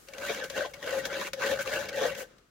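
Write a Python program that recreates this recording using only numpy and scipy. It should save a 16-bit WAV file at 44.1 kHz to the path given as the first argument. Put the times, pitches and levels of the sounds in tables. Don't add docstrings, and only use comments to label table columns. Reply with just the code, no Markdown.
import sys
import numpy as np
from scipy import signal
from scipy.fft import rfft, irfft, next_fast_len
from scipy.io import wavfile
from scipy.ndimage import uniform_filter1d, map_coordinates

SR = 44100
rng = np.random.default_rng(int(sys.argv[2]) if len(sys.argv) > 2 else 0)


def pcm_store(signal):
    levels = np.round(np.clip(np.atleast_2d(signal), -1, 1) * 32767)
    wavfile.write(sys.argv[1], SR, levels.astype(np.int16).T)


N = 110250

# pitch in Hz, width in Hz, relative level in dB.
WALL_MODES = [(228.4, 102, -9), (361, 60, -7), (1035, 213, -8), (1528.6, 107, 2.5), (1747, 153, -2),
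              (1900, 130, -2.5), (2260, 155, -5), (2758, 186, -5.5), (3260, 387, -9.5), (3935, 720, -12),
              (4920, 930, -15.5), (6390, 620, -16)]


def scrape():
    # time in seconds, level in dB, boom and hiss sends in dB.
    strokes = [(0.07, -65, -10, -8.5), (0.09, -59.5, 3.5, -11), (0.2, -46, 2.5, -10.5),
               (0.28, -36, -7.5, -10), (0.305, -36, 5.5, -19), (0.33, -37.5, -11, -8.5),
               (0.42, -41.5, 0.5, -20.5), (0.455, -51, 3.5, -5), (0.48, -55, -11, -4),
               (0.564, -38, 6, -13.5), (0.573, -35, 0, -17.5), (0.66, -40.5, 1.5, -18.5),
               (0.69, -62.5, 6, -1), (0.79, -54, 1, -12), (0.83, -48, 1, -10), (0.88, -35.5, 0, -14.5),
               (0.99, -39, 1.5, -10), (1.015, -47, -6, -10), (1.04, -40, -3.5, -22),
               (1.065, -41.5, 1.5, -4), (1.085, -50.5, 6, -10), (1.13, -36.5, -3, -17.5),
               (1.25, -37.5, -8.5, -10.5), (1.285, -42.5, -5.5, -6.5), (1.315, -88, -8, -9),
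               (1.37, -49.5, 1.5, -15), (1.42, -34, -3, -16), (1.5, -32.5, -1, -11.5),
               (1.57, -44, 0.5, -12.5), (1.6, -34.5, -3, -16.5), (1.625, -40, -18, 1),
               (1.645, -50, 4.5, -8), (1.68, -36, -4, -14.5), (1.745, -34.5, 1.5, -12),
               (1.84, -39.5, -5, -12), (1.865, -44.5, -2, -15), (1.915, -49, 4.5, -27),
               (1.95, -42, 2, -10.5), (2.04, -29.5, 3.5, -19.5), (2.07, -34, -3, -11),
               (2.145, -49.5, 0, -13.5), (2.2, -41, 0, -2.5), (2.235, -46.5, 1.5, -6),
               (2.27, -69, -0.5, -22)]
    # pitch in Hz, width in Hz, relative level in dB.
    boom_modes = [(467, 81, -5), (588.7, 14.1, 0.5), (693, 43, -8.5), (846, 37, -7.5)]
    # frequency in Hz, relative level in dB.
    sand_tone = [(4000, -4), (7000, 6), (8200, -1.5), (10000, -1), (15800, -2.5)]
    slosh_tone = [(40, -12.5), (200, -9), (400, -57)]
    level_db, boom_db, hiss_db = curves(strokes)
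    t = np.arange(N) / SR
    start_s, stop_s = strokes[0][0], strokes[-1][0] + 0.083
    gate = (t > start_s) * np.clip((stop_s - t) / 0.02, 0, 1)
    force = grit() * amp(level_db) * gate
    wall = ringing(force, WALL_MODES, swell_db=4)
    boom_force = force * amp(boom_db)
    boom = hollow(boom_force) + ringing(boom_force * amp(-7), boom_modes, swell_db=3)
    sand = shaken(force * amp(hiss_db), colour(sand_tone))
    sluggish_db = uniform_filter1d(level_db, size=round(0.25 * SR))
    slosh = shaken(amp(sluggish_db - 18), colour(slosh_tone))
    return wall + boom + sand + slosh


def grit(grains_per_s=600, grain_s=0.0019, spread_db=5, rub_share=0.65, chatter_db=1):
    hits = (rng.random(N) < grains_per_s / SR) * amp(spread_db * rng.standard_normal(N))
    bursts = signal.lfilter([1], [1, -np.exp(-1 / (grain_s * SR))], hits)
    force = rub_share + (1 - rub_share) * unit(bursts)
    return unit(force * amp(chatter_db * wobble(60)))


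def ticks(snap_t60_s=0.044, ring_t60_s=0.038):
    # start in seconds, level in dB, rise in seconds,
    # ring pitch in Hz, ring level over the tick in dB.
    contacts = [(0.0844, -46.5, 0.001, 2310, -10), (0.1337, -46, 0.003, 2280, 4.5),
                (0.181, -42.5, 0.0017, 1960, -4), (0.435, -39.5, 0.0095, 1496, -4),
                (0.499, -36.5, 0.0015, 1620, -9), (0.606, -46.5, 0.0024, 1528, 19),
                (0.646, -52.5, 0.0064, 1034, 18.5), (0.733, -45.5, 0.0094, 2207, 4.5),
                (0.827, -45.5, 0.0014, 1880, 11.5), (1.029, -58.5, 0.014, 1545, 21),
                (1.051, -32.5, 0.004, 1500, -11), (1.332, -32.5, 0.0017, 1790, -21),
                (1.4165, -40.5, 0.005, 1560, 10), (1.587, -45.5, 0.0052, 1494, 15),
                (1.658, -47.5, 0.0027, 1185, 11), (1.734, -39.5, 0.0038, 1672, 11.5),
                (1.882, -39.5, 0.011, 2247, -3), (1.928, -46.5, 0.0016, 1560, 9.5),
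                (2.148, -42, 0.0025, 2640, -11), (2.381, -61, 0.0025, 1197, -8)]
    # frequency in Hz, relative level in dB.
    snap_tone = [(710, -14), (1200, -7.5), (2940, -4), (6250, -5.5), (8100, -16), (15800, -19.5)]
    t = np.arange(SR // 10) / SR
    force, ring = np.zeros((2, N + SR))
    for start_s, db, rise_s, hz, ring_db in contacts:
        at = slice(round(start_s * SR), round(start_s * SR) + len(t))
        attack = 1 - np.exp(-(2 * t / rise_s) ** 2)
        decay_s = np.maximum(t - rise_s, 0)
        force[at] += amp(db - 60 * decay_s / snap_t60_s) * attack
        ring[at] += amp(db + ring_db - 60 * decay_s / ring_t60_s) * attack * np.sin(2 * np.pi * hz * t)
    force, ring = force[:N], ring[:N]
    snap = shaken(force, colour(snap_tone))
    knock = amp(-7) * shaken(force, modes(WALL_MODES))
    thud = amp(-1.5) * hollow(force)
    return snap + knock + thud + ring * [[1], [.5]]


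def hollow(force, width_hz=80.4):
    # time in seconds, pitch in Hz.
    glide = [(0.3, 560), (0.42, 528), (0.6, 559.1), (0.95, 528), (1.14, 561), (1.45, 528.9), (1.78, 567.8),
             (2.05, 525)]
    hz, = curves(glide)
    pole = np.exp(-np.pi * width_hz / SR)
    push = force * (rng.standard_normal((2, N)) + 1j * rng.standard_normal((2, N)))
    double_pole = np.convolve([1, -pole], [1, -pole])
    swing = signal.lfilter([2 * (1 - pole) ** 1.534], double_pole, push)
    return (swing * np.exp(2j * np.pi * np.cumsum(hz) / SR)).real


def ringing(force, table, swell_db, narrow_hz=245, shifts_per_s=40):
    power = np.array([width * amp(2 * db) for _, width, db in table])
    share = np.sqrt(power / power.sum())
    push = force * rng.standard_normal((2, N))
    sound = np.zeros((2, N))
    for k, (hz, width, db) in enumerate(table):
        swell = unit(amp(swell_db * min(1, narrow_hz / width) * wobble(shifts_per_s)))
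        sound += (-1) ** k * share[k] * filtered(push * swell, modes([(hz, width, db)]))
    return sound


def room(x):
    # frequency in Hz, seconds to fall by 60 dB.
    decay_times = [(500, 0.13), (10000, 0.22)]
    hz, t, noise = signal.stft(rng.standard_normal((2, SR // 2)), SR, nperseg=256)
    decay = amp(-60 * t / along(decay_times, hz)[:, None])
    tail = signal.istft(noise * decay, SR, nperseg=256)[1]
    delayed = np.pad(x, ((0, 0), (300, 0)))
    return signal.fftconvolve(delayed, tail / np.linalg.norm(tail[0]), axes=1)[:, :N]


def air():
    # frequency in Hz, relative level in dB.
    murmur_tone = [(30, 14), (70, -4), (484, -2.5), (932, -15), (1260, -4.5), (2060, -13), (8000, -21.5),
                   (10400, -47)]
    hiss_tone = [(3000, -14), (6900, -7), (15800, -13.5)]
    # time in seconds, murmur lift in dB, hiss level in dB.
    fades = [(0, 9.5, -59), (2.2, 12, -98), (2.3, 10, -75), (2.5, 1.5, -78)]
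    # frequency in Hz, left-right likeness (1 is mono).
    likeness = [(100, 0.98), (1000, 0.068), (6000, 0.028)]
    lift_db, hiss_db = curves(fades)
    murmur_gain = amp(-68.5 + lift_db + 1.1 * wobble(11.86))
    murmur = murmur_gain * stereo(shaken(np.ones(N), colour(murmur_tone)), likeness)
    return murmur + shaken(amp(hiss_db), colour(hiss_tone))


def amp(db):
    return 10 ** (np.asarray(db) / 20)


def unit(x):
    return x / np.sqrt(np.mean(x ** 2) + 1e-20)


def along(points, hz):
    f, v = np.transpose(points)
    return np.interp(np.log(hz + 1), np.log(f + 1), v)


def curves(rows):
    times, *columns = np.transpose(rows)
    return [np.interp(np.arange(N) / SR, times, column) for column in columns]


def wobble(rate):
    return map_coordinates(rng.standard_normal(N // 200), [np.arange(N) * min(rate, 200) / SR])


def filtered(x, response):
    size = next_fast_len(N + SR // 2)
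    gain = response(np.fft.rfftfreq(size, 1 / SR))
    return irfft(rfft(x, size) * gain / np.sqrt(np.mean(abs(gain) ** 2)), size)[..., :N]


def modes(table):
    return lambda f: sum((-1) ** k * amp(db) * 1j * f * width / (hz * hz - f * f + 1j * f * width)
                         for k, (hz, width, db) in enumerate(table))


def colour(points):
    return lambda hz: amp(along(points, hz))


def shaken(force, response):
    return filtered(force * rng.standard_normal((2, N)), response)


def stereo(pair, likeness):
    def mix(hz):
        turn = np.arccos(np.clip(along(likeness, hz), -1, 1)) / 2
        return np.array([np.cos(turn), np.sin(turn)])
    mid, side = filtered(pair, mix)
    return np.array([mid + side, mid - side])


def scene():
    # frequency in Hz, left-right likeness (1 is mono).
    likeness = [(500, 0.89), (1100, 0.57), (2500, 0.59), (6000, 0.03), (15000, 0.066)]
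    cup = stereo(scrape() + ticks(), likeness)
    return cup + amp(-13.5) * room(cup) + air()


def record(dry):
    # frequency in Hz, left over right in dB.
    balance = [(100, 2), (300, 1), (550, 6), (1000, 0.5), (4000, 3), (9000, 0.5), (14000, 5.5)]
    low_cut_hz, top_hz = 45.2, 15850

    def pan_and_low_cut(hz):
        pan = amp(along(balance, hz) / 2 * np.array([[1], [-1]]))
        return pan / np.sqrt(1 + (low_cut_hz / (hz + 1)) ** 16)
    leaning = filtered(dry, pan_and_low_cut)
    size = next_fast_len(N + SR // 2)
    passband = np.fft.rfftfreq(size, 1 / SR) < top_hz
    return irfft(rfft(leaning, size) * passband, size)[:, :N]


dry = scene()
out = record(dry)
pcm_store(out)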